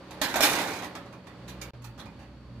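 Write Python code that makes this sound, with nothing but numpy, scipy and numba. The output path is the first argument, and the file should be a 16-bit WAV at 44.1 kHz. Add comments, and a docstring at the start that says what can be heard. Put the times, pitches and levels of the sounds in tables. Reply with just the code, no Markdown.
"""The wire lid of a bird cage is lifted on a patio; each impact excites the many modes of the thin wires.
The lid slips and clanks down into the cage, its thick rim resonating, and from about 0.5 s rattles out.
From 0.8 s a hand damps the wires and works the lid free, so that it ticks against the bars.
At 1.7 s all sound drops out for an instant, and a few faint ticks follow.
Outdoor air, a thin hiss, a low rumble and a motor's hum lie behind it throughout."""
import sys
import numpy as np
from numba import njit
from scipy import signal
from scipy.fft import rfft, irfft
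from scipy.io import wavfile
from scipy.ndimage import uniform_filter1d

SR = 44100
rng = np.random.default_rng(int(sys.argv[2]) if len(sys.argv) > 2 else 0)


def master(y):
    """Save y as 16-bit WAV."""
    cut = np.clip(np.atleast_2d(y).T, -1, 1)
    pcm = np.round(cut * 32767)  # scale
    wavfile.write(sys.argv[1], SR, pcm.astype(np.int16))


N = 114660
T = np.arange(N) / SR

# Wire striking wire: start_s, level_db, tilt_db_per_octave, chatter_length_s
WIRE_CONTACTS = [(.108, -43.5, -0.5, 0.0049), (0.2146, -25, 1.5, 0.0021), (.232, -27, -1, 0.021),
                 (0.284, -34, 0.5, 0.065), (0.3407, -26, -3.5, 0.0017), (.357, -26, 1.3, 0.0062),
                 (0.4058, -22, 2, .001), (0.4229, -22.5, 4, 0.0073), (0.4327, -21, 1.9, .002),
                 (0.4371, -21, 0.5, .0015), (0.4522, -26.5, 3, .002), (0.508, -35.5, 3, 0.0098),
                 (.533, -27.5, -1.5, 0.011), (.586, -29, -1.5, 0.0026), (.612, -36, 1, 0.0064),
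                 (0.787, -38.5, -1, 0.0064), (.822, -38, -4.5, 0.0022), (0.832, -40.5, -0.5, 0.0043),
                 (0.843, -42, 1.5, 0.0036), (0.952, -37.5, -1.7, .002), (1.059, -51, -5.5, .006),
                 (1.126, -47.5, -4, 0.011), (1.269, -45.5, -3.5, 0.01), (1.479, -43.5, 2, 0.021),
                 (1.614, -39, 2.5, 0.0033), (1.8198, -55, 0.5, 0.008), (1.842, -46, 1.8, 0.0048),
                 (1.978, -47, -2.5, 0.013), (1.992, -42, -1, .014), (2.056, -49.5, -3, 0.0076),
                 (2.192, -50.5, -3, 0.051)]
def chatter(count=6, loss_db=3.5):
    """Inelastic rebound: a contact divides its energy among weakening touches on one spot."""
    start_s, level_db, tilt, length_s = np.transpose(WIRE_CONTACTS)[:, :, None]
    chance = rng.random((len(start_s), count))
    jitter = (chance - .5) * (np.arange(count) > 0)
    progress = (np.arange(count) + jitter) / count
    bounce_db = -loss_db * progress
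    bounce_db -= 10 * np.log10(np.sum(from_db(bounce_db) ** 2, axis=1, keepdims=True))
    spot = chance[:, :1]
    columns = np.broadcast_arrays(start_s + length_s * progress, level_db + bounce_db, tilt, spot)
    return np.column_stack([column.ravel() for column in columns])


def rattle(count=36, start_s=.47, touches_per_s=120, start_db=-31.5, fade_db_per_s=48.5):
    """Dissipation: the dropped lid shakes itself out in uneven touches that fade exponentially."""
    age_s = (np.arange(count) + rng.uniform(0, 2, count)) / touches_per_s
    level_db = start_db - fade_db_per_s * age_s + 1.5 * rng.standard_normal(count)
    tilt, spot = np.full(count, .64), rng.random(count)
    return np.column_stack([start_s + age_s, level_db, tilt, spot])


# Spectral envelope of the wires: frequency_hz, relative_density_db
WIRE_SPECTRUM = [(170, -17), (260, -4), (390, -8.5), (600, -6.5), (880, -0.5), (1250, -5), (1800, -4.5),
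                 (3000, -9), (4100, -9.5), (6500, -8), (8700, -14.5), (12000, -16), (16000, -25)]
# Time for the wires to decay by 60 dB: frequency_hz, t60_s
WIRE_DECAY = [(150, 1), (900, 0.53), (2500, 0.4), (6000, 0.15), (15000, 0.24)]
# Notes shared by wires of like length: pitch_hz, lift_db
WIRE_RESONANCES = [(305, 7), (590, -10), (845, 3), (915, 3), (1000, 0), (1770, 4), (1915, 3.5), (2410, 6),
                   (2660, 4), (3590, 5.5), (3750, 9), (4050, 8.5)]
def wire_modes(count=1500, note_width=.025):
    """Modal overlap: many wires give closely spaced modes, weighted by the notes they share."""
    hz = 100 + 15800 * ((np.arange(count) + rng.random(count)) / count) ** 2
    lift_db = sum(db / (1 + (2 * (hz - note) / (note_width * note)) ** 2) for note, db in WIRE_RESONANCES)
    level_db = at_hz(WIRE_SPECTRUM, hz) + lift_db + 1.5 * rng.standard_normal(count)
    spacing = np.sqrt(hz - hz[0] + 1)   # sparser modes each carry more power
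    gain = from_db(level_db) * np.sqrt(spacing)
    return hz, gain / np.linalg.norm(gain), at_hz(WIRE_DECAY, hz)


PIVOT_HZ = 1990   # spectral tilts turn about this frequency
def wires(touches):
    """Impulse response: each touch starts with a crack and excites every mode by a different amount."""
    start_s, level_db, tilt, spot = touches[np.argsort(touches[:, 0])].T
    onsets = np.clip((start_s * SR).astype(int), 0, N - 1)
    cracks = crack(onsets, level_db)
    hz, gain, t60_s = wire_modes()
    phasors = np.exp(2j * np.pi * rng.random((2, len(hz))))
    ears = spread(*phasors, hz) * cage_pan(hz)
    octaves = np.log2(np.maximum(hz, 600) / PIVOT_HZ)   # the tilt levels off in the bass
    strength = from_db(level_db[:, None] + np.outer(tilt, octaves))
    kicks = np.sqrt(2) * gain * rng.standard_normal(strength.shape) * strength
    kicks *= spot_colour(spot, hz)
    return cracks + ring(onsets, kicks, poles(hz, t60_s), *ears, hand_damping())


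def crack(onsets, level_db, t60_s=.012, tilt_db_per_octave=-1):
    """Contact transient: the harsh start of each touch is a burst of broadband noise."""
    def spectrum(hz):
        tilt_db = tilt_db_per_octave * np.log2(hz / PIVOT_HZ)
        return from_db(at_hz(WIRE_SPECTRUM, hz) + tilt_db) * cage_pan(hz)
    fade = np.exp(-2 * np.log(1000) / (t60_s * SR))
    impulses = np.bincount(onsets, from_db(level_db) ** 2, N)
    power = signal.lfilter([1], [1, -fade], impulses + 1e-18)
    return noise(spectrum) * np.sqrt(power)


def spot_colour(spot, hz, depth_db=4, width_hz=180, count=4000):
    """Point of excitation: each struck spot (0 to 1) favours its own groups of modes."""
    groups = rng.standard_normal(count)
    position = count * spot[:, None] + hz / width_hz
    gain = from_db(depth_db * np.interp(position, np.arange(count), groups, period=count))
    return gain / np.sqrt(np.mean(gain ** 2, axis=1, keepdims=True))


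# The lid's rim knocking on the cage: start_s, level_db
RIM_KNOCKS = [(.2145, -22), (.358, -25), (.4064, -20), (.4335, -17), (2.001, -46)]
# Modes of the rim: pitch_hz, relative_level_db, t60_s
RIM_MODES = [(289.3, -9.5, 0.12), (618.7, 1.5, 0.051), (836, -11.5, 0.32), (1587, -17, .25),
             (1885, -15.5, .3), (2428, -16.5, .2), (4205, -11.5, 0.23)]
def rim():
    """Free vibration: knocks leave the thick rim ringing with a hollow clank and a few clear partials."""
    start_s, level_db = np.transpose(RIM_KNOCKS)
    hz, mode_db, t60_s = np.transpose(RIM_MODES)
    polarity = np.sign(rng.standard_normal((len(start_s), len(hz))))
    uneven_db = 1.5 * rng.standard_normal(polarity.shape)
    kicks = 1j * polarity * from_db(level_db[:, None] + mode_db + uneven_db)
    ears = cage_pan(hz) + 0j
    return ring((start_s * SR).astype(int), kicks, poles(hz, t60_s), *ears, hand_damping())


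def hand_damping(start_s=.82, loss_db_per_s=52):
    """Added damping: once the hand rests on the wires, each sample keeps less of the ringing."""
    return from_db(-loss_db_per_s * (T > start_s) / SR)


def poles(hz, t60_s):
    """Damped oscillation: a mode turns and shrinks by one complex factor per sample."""
    return np.exp((2j * np.pi * hz - np.log(1000) / t60_s) / SR)


@njit(fastmath=True)
def ring(onsets, kicks, pole, left, right, damping):
    """Modal superposition: decaying modes, kicked in time order, add up at each ear."""
    out, state, k = np.zeros((2, len(damping))), np.zeros_like(pole), 0
    for n in range(len(damping)):
        while k < len(onsets) and onsets[k] <= n:
            state += kicks[k]
            k += 1
        left_sum = right_sum = 0.
        for m in range(len(pole)):
            mode = state[m] * pole[m] * damping[n]
            state[m] = mode
            left_sum += (mode * left[m]).real
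            right_sum += (mode * right[m]).real
        out[0, n], out[1, n] = left_sum, right_sum
    return out


# Stereo balance of the cage: frequency_hz, left_minus_right_db
CAGE_BALANCE = [(200, -2), (700, -4), (1300, -3.5), (2400, -8), (4400, -8), (8100, -3.5), (15000, -2.5)]
def cage_pan(hz):
    """Interaural level difference: the cage is louder on the right, most of all in the low treble."""
    return pan(at_hz(CAGE_BALANCE, hz))


# The motor's lowest three harmonics: time_s, first_db, second_db, third_db
HUM_LEVELS = [(.4, -61, -58, -54), (.6, -90, -67, -51), (1.0, -78, -54.5, -54), (1.25, -70.5, -61, -58),
              (1.5, -50.5, -48.5, -49), (1.7, -47.5, -50.5, -53), (1.74, -70, -48.5, -72),
              (1.88, -51, -42.5, -61), (1.97, -58.5, -56, -64), (2.38, -51, -55, -60),
              (2.6, -53, -44, -61.5)]
# Its higher harmonics: harmonic_number, level_re_third_db
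HUM_UPPER_HARMONICS = [(5, -6.5), (9, -20)]
def motor_hum(pitch_hz=60.47, waver_depth=.0158, count=26):
    """Harmonic series: a motor's partials swell and fade over one slightly wavering fundamental."""
    waver = np.interp(T, np.linspace(0, T[-1], count), rng.standard_normal(count))
    phase = 2 * np.pi * np.cumsum(pitch_hz * (1 + waver_depth * waver)) / SR
    levels = in_time(HUM_LEVELS)
    harmonics = list(enumerate(levels, 1)) + [(k, levels[-1] + db) for k, db in HUM_UPPER_HARMONICS]
    partials = [from_db(db) * np.sin(k * phase + rng.uniform(0, 2 * np.pi)) for k, db in harmonics]
    return np.sqrt(2) * sum(partials)


# Outdoor air before its bass roll-off: frequency_hz, relative_density_db
AIR_SPECTRUM = [(180, -20), (300, 0.5), (486, -6.5), (565, 0.5), (645, -11), (1060, -9), (1560, -15),
                (4090, -22), (4440, -20.5), (5160, -28), (16000, -49.5)]
# Envelope of the air: time_s, level_db
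AIR_ENVELOPE = [(0, -50), (.6, -35.5), (1.2, -53.5), (1.4, -50.5), (1.68, -48), (1.8, -56), (2.2, -53),
                (2.4, -56.5), (2.6, -54.5)]
def air(highpass_hz=280):
    """Amplitude modulation: the broadband noise of outdoor air slowly swells and sinks."""
    wash = noise(lambda hz: from_db(at_hz(AIR_SPECTRUM, hz)) / np.hypot(1, (highpass_hz / hz) ** 2))
    return from_db(in_time(AIR_ENVELOPE)[0]) * wash


# The rumble before its treble roll-off: frequency_hz, relative_density_db
RUMBLE_SPECTRUM = [(25, -18.5), (45, -4), (70, 5.5), (130, 5.5), (200, 7), (280, 4.5), (400, -38)]
# Envelope of the rumble: time_s, level_db
RUMBLE_ENVELOPE = [(0, -54), (.5, -47), (1.2, -52.5), (1.9, -53), (2.08, -45.5), (2.25, -52.5), (2.4, -51),
                   (2.6, -47)]
def rumble(lowpass_hz=1990):
    """Low-frequency noise: power gathered in the bass is heard as a rumble, drifting in level."""
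    bass = noise(lambda hz: from_db(at_hz(RUMBLE_SPECTRUM, hz)) / np.hypot(1, hz / lowpass_hz))
    return from_db(in_time(RUMBLE_ENVELOPE)[0]) * bass


def hiss(centre_hz=4500, width_hz=200, level_db=-71.5):
    """Narrowband noise: a single spectral peak is heard as a thin, steady hiss."""
    return from_db(level_db) * noise(lambda hz: 1 / (1 + (2 * (hz - centre_hz) / width_hz) ** 2))


# Likeness of left and right: frequency_hz, correlation
EAR_COHERENCE = [(250, .96), (700, .86), (1400, 0.66), (3000, 0.25), (6500, 0.0), (15000, .25)]
def spread(mid, side, hz):
    """Interaural coherence: the channels are alike in the bass and nearly unrelated in the treble."""
    alike = at_hz(EAR_COHERENCE, hz)
    return (np.sqrt(1 + alike) * mid + np.sqrt(1 - alike) * side * np.array([[1], [-1]])) / np.sqrt(2)


def noise(gain_at):
    """Spectral shaping: white noise is filtered into steady stereo noise of unit rms."""
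    hz = np.maximum(np.fft.rfftfreq(N, 1 / SR), 1)
    mid, side = rfft(rng.standard_normal((2, N)))
    shaped = irfft(spread(mid, side, hz) * gain_at(hz), N)
    return shaped / np.sqrt(np.mean(shaped ** 2))


def pan(left_minus_right_db):
    """Constant-power panning: left and right gains for a level difference."""
    gains = from_db(np.array([[1], [-1]]) * left_minus_right_db / 2)
    return gains / np.sqrt(np.mean(gains ** 2, axis=0))


def from_db(db):
    """Decibel law: 20 dB is a tenfold amplitude."""
    return 10 ** (np.asarray(db) / 20)


def in_time(rows):
    """Linear interpolation: a table's columns at every sample."""
    time_s, *columns = np.transpose(rows)
    return [np.interp(T, time_s, column) for column in columns]


def at_hz(rows, hz):
    """Logarithmic frequency scale: a table is interpolated by octaves."""
    table_hz, values = np.transpose(rows)
    return np.interp(np.log(hz), np.log(table_hz), values)


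def scene(left_lag_s=.00007):
    """Interaural delay: the nearby cage reaches the right ear first, over the outdoor background."""
    touches = np.vstack([chatter(), rattle()])   # start_s, level_db, tilt_db_per_octave, spot
    left, right = wires(touches) + rim()
    cage = np.array([np.roll(left, round(left_lag_s * SR)), right])
    background = air() + rumble() + hiss() + motor_hum()
    return cage + background * pan(left_minus_right_db=-1.6)


def record(dry, dropout_s=1.7075, length_s=.027, dropout_db=-30, cutoff_hz=15500):
    """Attenuation and band limiting: the sound drops out once, and a steep low-pass cuts the top."""
    gap = (T > dropout_s) & (T < dropout_s + length_s)
    gain = uniform_filter1d(from_db(dropout_db * gap), size=40)
    lowpass = signal.ellip(12, .2, 80, cutoff_hz, fs=SR, output="sos")
    return signal.sosfilt(lowpass, dry * gain)


dry = scene()
out = record(dry)
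master(out)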